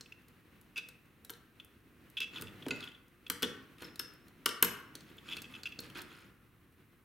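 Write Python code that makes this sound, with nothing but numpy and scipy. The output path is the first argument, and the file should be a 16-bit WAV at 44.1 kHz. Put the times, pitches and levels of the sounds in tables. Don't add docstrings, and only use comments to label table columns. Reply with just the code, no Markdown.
import sys
import numpy as np
from scipy import signal
from scipy.fft import rfft, irfft
from scipy.io import wavfile
from scipy.ndimage import uniform_filter1d

SR = 44100
rng = np.random.default_rng(int(sys.argv[2]) if len(sys.argv) > 2 else 0)


def unload_wav(signal):
    wavfile.write(
        sys.argv[1],
        SR,
        np.round(np.clip(np.atleast_2d(signal).T, -1, 1) * 32767).astype(np.int16),
    )


N = 310464
TIME = np.arange(N) / SR
HIT_TIME = np.arange(SR // 4) / SR
ATTACK_S = 0.012

# centre_hz, density_db (dB per Hz)
BACKGROUND_COLOUR = [(15, -33), (25, -4.5), (102, -2), (127, -5.5), (236, -13.5), (285, -3), (384, -32.5),
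                     (489, -9), (641, -32), (714, -20), (840, -32), (1020, -15), (4870, -42.5),
                     (14000, -29.5), (16000, -40.5)]
BACKGROUND_DB = -68
# centre_hz, t60_s
ROOM_DECAY = [(100, 0.54), (400, 0.42), (1500, 0.75), (3000, .5), (6000, 0.37), (14000, 0.29)]
# centre_hz, level_db
ROOM_LEVEL = [(100, 4.5), (300, 0), (700, -2), (1500, -1), (3000, -7.5), (6000, -5.5), (10000, -9.5),
              (15000, -21)]
# centre_hz, likeness (0-1)
STEREO_LIKENESS = [(40, .8), (300, 0.9), (1400, 0.7), (4000, 0.64), (14000, 0.85)]
# centre_hz, density_db (dB per Hz)
SHIFT_COLOUR = [(50, -10.5), (110, 0.5), (280, 1.5), (480, -10), (700, -18), (1500, -11.5), (2700, -14.5),
                (4500, -27.5), (8000, -33.5), (15000, -29)]
# time_s, level_db
GRIP_LEVEL = [(0.0, -64.5), (1.82, -67), (2.65, -55.5), (2.96, -66), (3.24, -66), (3.45, -60), (4.35, -64),
              (4.67, -62), (4.94, -59.5), (5.92, -58), (6.45, -68), (7.04, -71)]

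# start_s, level_db
HAND_BUMPS = [(1.299, -62.5), (2.403, -51), (2.427, -50.5), (2.721, -52.5), (5.788, -52)]
# pitch_hz, width_hz, level_db
BENCH_MODES = [(108, 18, -0.53), (167, 83, -1.1), (264, 59, 0)]
# start_s, level_db
TOOL_NUDGES = [(3.783, -62.5), (5.9, -57.5), (6.126, -71), (6.203, -69)]
# start_s, level_db
PLIERS_BLOW = (2.7072, -33)
# pitch_hz, width_hz, level_db
PLIERS_MODES = [(1444, 91, -11.5), (2044, 43, -12), (2605, 52, 0), (2730, 360, -8), (3280, 250, -21),
                (3980, 110, -10.5), (4530, 67, -9.5), (6350, 98, -20), (6980, 37, -21), (10500, 230, -23)]
# start_s, first_mode_db, second_mode_db
SHAFT_CLINKS = [(3.845, -48.5, -61), (3.9937, -35.5, -43), (4.458, -36, -45.5), (4.496, -43.5, -57),
                (4.625, -39.5, -25), (4.646, -40, -36.5)]
# pitch_hz, t60_s
SHAFT_MODES = [(5297, 0.2), (11715, 0.15)]
# start_s, clack_db, tilt_db_per_octave (hardness), thud_db, rebound_s (0: none)
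BENCH_KNOCKS = [(1.296, -51.5, -7.5, -60.5, 0), (2.421, -52.5, 4, -52, 0), (2.664, -72, -16, -38, 0.00048),
                (2.684, -51.5, -4.5, -49, 0.000041), (3.2994, -37.5, 0.5, -45, 0),
                (3.423, -45, -5, -48.5, 0.00024), (3.429, -37.5, -4.5, -35.5, 0.019),
                (3.821, -53.5, -9, -51, 0.0042), (3.9958, -45, -1, -52, 0.00017),
                (4.4596, -30, -5.5, -42, 0.031), (4.626, -28.5, 5.5, -36, 0.021)]
# pitch_hz, width_hz, level_db
CONTACT_MODES = [(4106, 840, -1), (5260, 870, -13), (6500, 3000, -3), (8800, 1200, -1.5), (9700, 2000, -3),
                 (12200, 570, 2), (13500, 4500, 2), (13510, 1300, -4.5)]
# pitch_hz, width_hz, level_db
HANDLE_MODES = [(2870, 470, -2.5), (3063, 150, -7), (3180, 70, -9)]
# pitch_hz, width_hz, level_db
BOARD_MODES = [(954, 78, -7.5), (1136, 110, -0.5), (1376, 130, 3), (1520, 150, 5), (1760, 560, 0.5),
               (2114, 460, -0.5)]
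# pitch_hz, width_hz, level_db
THUD_MODES = [(110, 38, -13.5), (171, 60, -10.5), (211.6, 58, -4), (271.7, 27, 1.5), (310, 34, -6),
              (410, 28, -1), (473, 22, -3)]
CRACK_DB, CRACK_OCTAVES = 3.5, 0.51
BOARD_DB, BOARD_FOLLOWS = -0.5, 0.1
REBOUND_CLACK_LOSS_DB, REBOUND_THUD_LOSS_DB = 15.5, 9

# start_s, end_s, level_db
RUB_STROKES = [(2.316, 2.424, -50.5), (2.57, 2.634, -73), (2.717, 2.917, -53.5), (3.781, 3.904, -52),
               (5.048, 5.151, -64.5), (5.234, 5.419, -51), (5.474, 5.626, -58), (5.812, 5.89, -55.5),
               (5.943, 6.026, -43.5), (6.004, 6.298, -59.5)]
# centre_hz, density_db (dB per Hz)
RUB_COLOUR = [(60, -11), (120, -9.5), (300, 3.5), (480, -10.5), (700, -10), (1400, -1.5), (2200, -7),
              (3400, -8), (5200, -27.5), (8000, -42), (11000, -30), (15500, -58)]
# pitch_hz, width_hz, level_db
SHELL_MODES = [(1436, 210, 1.5), (2120, 350, -5.5), (2565, 240, 2.5), (3310, 250, 1.5), (4267, 300, -8),
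               (5120, 300, -7.5), (6500, 400, -14.5), (6970, 270, -10.5), (9970, 2300, -6),
               (13100, 3000, -7.5)]
# start_s, level_db, tilt_db_per_octave
PLASTIC_TICKS = [(0.009, -50.5, -16), (0.283, -66.5, 0), (0.613, -65, 6), (0.778, -46.5, -9.5),
                 (0.887, -54.5, -1.5), (1.248, -54.5, -1), (1.3027, -45.5, 9), (1.336, -58.5, -18),
                 (1.647, -61.5, 8), (2.1, -64, 8), (2.204, -45.5, -9.5), (2.412, -50.5, -4),
                 (2.761, -64, -6), (2.806, -52.5, -19), (2.841, -61, -2), (3.318, -50, 6),
                 (3.958, -55.5, -5.5), (4.282, -66, -5), (4.953, -48, -7.5), (5.007, -60, -15),
                 (5.368, -48.5, -9.5), (5.419, -50, -5), (5.633, -47.5, -25), (5.79, -43.5, -33),
                 (5.803, -50.5, 20), (6.018, -52.5, -1)]
FAINT_TICKS_PER_S, FAINT_TICK_DB = 3.2, -16
# start_s, slips (count), lower_db, upper_db
JOINT_CREAKS = [(0.059, 1, -50, -60), (0.121, 1, -45.5, -57), (0.759, 1, -40.5, -54), (0.767, 3, -35, -45),
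                (1.599, 1, -50.5, -46.5), (2.169, 2, -39.5, -36), (2.202, 4, -35, -38),
                (2.359, 2, -49, -40), (2.381, 1, -44, -45.5), (2.470, 2, -50, -47.5), (2.624, 1, -56, -45),
                (2.656, 1, -62, -49), (2.826, 2, -56, -42.5), (2.874, 2, -55, -45), (2.916, 1, -50.5, -50),
                (2.948, 1, -61, -50), (3.265, 1, -45, -45.5), (3.428, 1, -52, -30), (5.182, 1, -53, -45.5),
                (5.287, 2, -48, -42.5), (5.309, 4, -42.5, -39.5), (5.370, 2, -42.5, -49),
                (5.442, 2, -46.5, -49), (5.538, 3, -44.5, -47), (5.656, 2, -36, -44.5),
                (5.720, 1, -43.5, -52)]
# pitch_hz, width_hz, level_db
LOWER_MODES = [(2629, 44, 0.5), (2235, 140, -41), (4960, 71, -19.5), (5980, 170, -23.5)]
# pitch_hz, width_hz, level_db
UPPER_MODES = [(3377, 64, 16), (3040, 180, 10), (4370, 250, -29), (6900, 180, -31)]
SLIP_GAP_S, SLIP_S, SLIP_DB, SLIP_DOUBLES_DB = 0.011, 0.0036, -46, 7.5
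RUN_PEAK, RUN_ARCH_DB = 0.42, 8


def from_db(db):
    return 10 ** (np.asarray(db) / 20)


def rms_one(x, seconds=np.inf):
    opening = x[..., :int(min(seconds * SR, N))]
    return x / np.sqrt(np.mean(opening ** 2) + 1e-20)


def at_hz(points, hz):
    table = np.array(points)
    return np.interp(np.log(hz), np.log(table[:, 0]), table[:, 1])


def add(track, s, sound):
    start = max(0, int(s * SR))
    track[start:start + len(sound)] += sound[:N - start]


def flutter(per_s, size):
    knots = rng.standard_normal(size // 8 + 2)
    return np.interp(np.arange(size) * per_s / SR, np.arange(len(knots)), knots)


def resonate(x, hz, width):
    r = np.exp(-np.pi * width / SR)
    return signal.lfilter([1, 0, -1], [1, -2 * r * np.cos(2 * np.pi * hz / SR), r * r], x + 1e-18)


def strike(modes, chatter_s, tilt_db=0, spread_db=-1.5):
    t = HIT_TIME[:SR // 8]
    out = 0
    for hz, width, level_db in modes:
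        force = rng.standard_normal(len(t)) * np.exp(-t / chatter_s)
        octaves = np.log2(hz / modes[0][0])
        gain = from_db(level_db + tilt_db * octaves + spread_db * rng.standard_normal())
        out = out + gain * rms_one(resonate(force, hz, width), ATTACK_S)
    return rms_one(out, ATTACK_S)


def crackle(per_s, size_db):
    at = np.flatnonzero(rng.random(N) < per_s / SR)
    sizes = from_db(size_db * np.minimum(rng.exponential(1, len(at)), 3))
    sizes = sizes * rng.choice([-1, 1], len(at))
    dealt = rng.integers(0, len(SHELL_MODES), len(at))
    out = 0
    for k, (hz, width, level_db) in enumerate(SHELL_MODES):
        slips = np.bincount(at, sizes * (dealt == k), N)
        out = out + from_db(level_db) * rms_one(resonate(slips, hz, width))
    return rms_one(out)


def noise_bands(size):
    edges = np.geomspace(22, 17000, 20)
    white = rng.standard_normal((2, 2, size + SR // 4))
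    for k, (low, high) in enumerate(zip(edges, edges[1:])):
        band_filter = signal.butter(2, [low, high], "band", fs=SR, output="sos")
        mid, side = signal.sosfilt(band_filter, white[k % 2])[:, -size:]
        hz = np.sqrt(low * high)
        alike = np.clip(at_hz(STEREO_LIKENESS, hz), 0, 1)
        yield hz, np.sqrt((1 + alike) / 2) * mid + np.sqrt((1 - alike) / 2) * side * [[1], [-1]]


def coloured_noise(spectrum):
    return rms_one(sum(from_db(at_hz(spectrum, hz)) * band for hz, band in noise_bands(N)))


def panned(x, left_db, lead_s=0, shadow_hz=1200):
    hz, spectrum = np.fft.rfftfreq(N, 1 / SR), rfft(x)
    gain = from_db(left_db / 2 * hz / (hz + shadow_hz))
    delay = np.exp(-2j * np.pi * hz * lead_s)
    return irfft([spectrum * gain, spectrum / gain * delay], N)


def background():
    return from_db(BACKGROUND_DB) * coloured_noise(BACKGROUND_COLOUR)


def room(x, build_s=0.0049):
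    t = TIME[:SR * 3 // 4]
    response = 0
    for hz, band in noise_bands(len(t)):
        decay = from_db(-60 * t / at_hz(ROOM_DECAY, hz))
        envelope = (1 - np.exp(-(t / build_s) ** 2)) * decay
        energy_one = envelope / np.sqrt(np.sum(envelope ** 2))
        response = response + from_db(at_hz(ROOM_LEVEL, hz)) * band * energy_one
    return signal.fftconvolve(x, response, axes=1)[:, :N]


def clutter(x, scatter_db=-14, fade_s=0.002):
    t = HIT_TIME[:SR // 100]
    echoes = rng.standard_normal((2, len(t))) * t * np.exp(-t / fade_s)
    echoes /= np.sqrt(np.sum(echoes ** 2, axis=1))[:, None]
    return x + from_db(scatter_db) * signal.oaconvolve(x, echoes, axes=1)[:, :N]


def hollowed(x, dip_hz=720, width_hz=330, depth=0.35):
    return x - depth * signal.lfilter(*signal.iirpeak(dip_hz, dip_hz / width_hz, fs=SR), x)


def hands(waver_db=1.57, rustle_db=1.0):
    level_db = np.interp(TIME, *np.transpose(GRIP_LEVEL)) + rustle_db + waver_db * flutter(30, N)
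    return from_db(level_db) * coloured_noise(SHIFT_COLOUR)


def bumps():
    out = np.zeros(N)
    for s, level_db in HAND_BUMPS:
        add(out, s, from_db(level_db) * strike(BENCH_MODES, chatter_s=0.0017))
    return out


def nudges(board_db=-5):
    out = np.zeros(N)
    for s, level_db in TOOL_NUDGES:
        handle = strike(HANDLE_MODES, chatter_s=0.0047)
        board = from_db(board_db) * strike(BOARD_MODES + CONTACT_MODES, chatter_s=0.003)
        add(out, s, from_db(level_db) * (handle + board))
    return out


def pliers(thud_db=-11):
    out = np.zeros(N)
    s, level_db = PLIERS_BLOW
    ring = strike(PLIERS_MODES, chatter_s=0.0042)
    rock = from_db(thud_db) * strike(THUD_MODES, chatter_s=0.012)
    add(out, s, from_db(level_db) * (ring + rock))
    return out


def clinks(damped_t60=0.058, free_share=0.12, level_db=4.0):
    out = np.zeros(N)
    damped = (1 - free_share) * from_db(-60 * HIT_TIME / damped_t60)
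    for s, *mode_db in SHAFT_CLINKS:
        for (hz, t60), strength_db in zip(SHAFT_MODES, mode_db):
            envelope = damped + free_share * from_db(-60 * HIT_TIME / t60)
            tone = np.sin(2 * np.pi * hz * HIT_TIME)
            add(out, s, from_db(strength_db + level_db) * envelope * tone)
    return out


def blows():
    for s, clack_db, tilt_db, thud_db, rebound_s in BENCH_KNOCKS:
        yield s, clack_db, tilt_db, thud_db
        if rebound_s > 0:
            yield s + rebound_s, clack_db - REBOUND_CLACK_LOSS_DB, tilt_db, thud_db - REBOUND_THUD_LOSS_DB


def knocks(board_lag_s=0.00037, thud_lag_s=0.00056, handle_db=-1, board_tilt_share=0.4):
    out = np.zeros(N)
    for s, clack_db, tilt_db, thud_db in blows():
        crack_db = clack_db + CRACK_DB + CRACK_OCTAVES * tilt_db
        board_db = clack_db + BOARD_DB + BOARD_FOLLOWS * (thud_db - clack_db)
        crack = strike(CONTACT_MODES, chatter_s=0.0024, tilt_db=tilt_db)
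        handle = strike(HANDLE_MODES, chatter_s=0.0029)
        board = strike(BOARD_MODES, chatter_s=0.0056, tilt_db=board_tilt_share * tilt_db)
        thud = strike(THUD_MODES, chatter_s=0.0025)
        add(out, s, from_db(crack_db) * crack)
        add(out, s, from_db(clack_db + handle_db) * handle)
        add(out, s + board_lag_s, from_db(board_db) * board)
        add(out, s + thud_lag_s, from_db(thud_db) * thud)
    return out


def rubbing(grain_db=4.0, grains_per_s=600, catch_db=-0.1, catches_per_s=70, skin_db=-3, shell_db=-3.5):
    pressure = np.zeros(N)
    for start, end, level_db in RUB_STROKES:
        samples = max(end - start, 0.01) * SR
        progress = np.arange(int(samples)) / samples
        add(pressure, start, from_db(level_db) * np.sin(np.pi * progress))
    grain = from_db(grain_db * flutter(grains_per_s, N))
    skin = from_db(skin_db) * rms_one(coloured_noise(RUB_COLOUR) * grain)
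    shell = from_db(shell_db) * crackle(per_s=1100, size_db=3.5)
    catching = rms_one(from_db(catch_db * flutter(catches_per_s, N)))
    return catching * pressure * (skin + shell)


def faint_ticks(spread_db=7.5, tilt_spread_db=5):
    slots = np.arange(int(FAINT_TICKS_PER_S * N / SR))
    s = (slots + rng.random(len(slots))) / FAINT_TICKS_PER_S
    size, colour = rng.standard_normal((len(slots), 2)).T
    level_db = np.interp(s, *np.transpose(GRIP_LEVEL)) + FAINT_TICK_DB + spread_db * size
    return list(zip(s, level_db, tilt_spread_db * colour))


def ticks(body_db=-11, bump_db=-12):
    out = np.zeros(N)
    for s, level_db, tilt_db in PLASTIC_TICKS + faint_ticks():
        snap = strike(CONTACT_MODES, chatter_s=0.0031, tilt_db=tilt_db)
        body = from_db(body_db) * strike(BOARD_MODES + HANDLE_MODES, chatter_s=0.0013)
        bump = from_db(bump_db) * strike(THUD_MODES, chatter_s=0.00067)
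        add(out, s, from_db(level_db) * (snap + body + bump))
    return out


def slip_run(count, level_db, rise_s, release_s, jitter=0.079):
    hold_s = SLIP_S * 2 ** ((level_db - SLIP_DB) / SLIP_DOUBLES_DB)
    envelope = np.zeros(len(HIT_TIME))
    for k in range(count):
        slip_s = SLIP_GAP_S * (k + jitter * rng.standard_normal() * (k > 0))
        t = np.maximum(HIT_TIME - slip_s, 0)
        off_centre = 2 * ((k + 0.5) / count - RUN_PEAK)
        slip = (1 - np.exp(-t / rise_s)) * np.exp(-np.maximum(t - hold_s, 0) / release_s)
        envelope = np.maximum(envelope, from_db(-RUN_ARCH_DB * off_centre ** 2) * slip)
    return envelope


def squeal(modes, rough):
    size, out = len(HIT_TIME), 0
    for hz, width, level_db in modes:
        phase = np.cumsum(rng.standard_normal(size)) * np.sqrt(2 * np.pi * width / SR)
        phase = uniform_filter1d(phase, size=24)
        out = out + from_db(level_db) * np.sin(2 * np.pi * hz * HIT_TIME + phase)
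    return rms_one(out * (1 + rough * flutter(670, size)))


def creaks(rise_s=0.0004, release_s=0.0034, rough=0.41, level_db=-1.5, grit_db=-13, detune=0.0087):
    out, friction = np.zeros(N), np.zeros(N)
    for s, slips, lower_db, upper_db in JOINT_CREAKS:
        envelope = slip_run(round(slips), max(lower_db, upper_db), rise_s, release_s)
        for modes, mode_db in ((LOWER_MODES, lower_db), (UPPER_MODES, upper_db)):
            gripped = np.array(modes) * [1 + detune * rng.uniform(-1.1, 1), 1, 1]
            add(out, s, envelope * from_db(mode_db) * squeal(gripped, rough))
        add(friction, s, envelope * np.hypot(from_db(lower_db), from_db(upper_db)))
    grit = friction * from_db(grit_db) * crackle(per_s=9000, size_db=-2.5)
    return from_db(level_db) * (out + grit)


def scene(joint_room_db=-4, tick_room_db=-1):
    tools = panned(knocks() + clinks() + nudges(), left_db=3.0, lead_s=-0.000005)
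    bench = tools + panned(pliers() + bumps(), left_db=0.5)
    plastic = panned(ticks(), left_db=0.0, lead_s=0.000003) + rubbing()
    joints = panned(creaks(), left_db=0.9, lead_s=-0.0000071)
    reflections = room(from_db(joint_room_db) * joints + from_db(tick_room_db) * plastic + bench)
    handling = hollowed(clutter(joints + plastic + bench) + reflections)
    return background() + hands() + handling


def record(dry, low_cut_hz=38, top_cut_hz=16000):
    low_cut = signal.butter(3, low_cut_hz, "high", fs=SR, output="sos")
    top_cut = signal.ellip(10, 0.2, 80, top_cut_hz, fs=SR, output="sos")
    return signal.sosfilt(top_cut, signal.sosfilt(low_cut, dry))


dry = scene()
out = record(dry)
unload_wav(out)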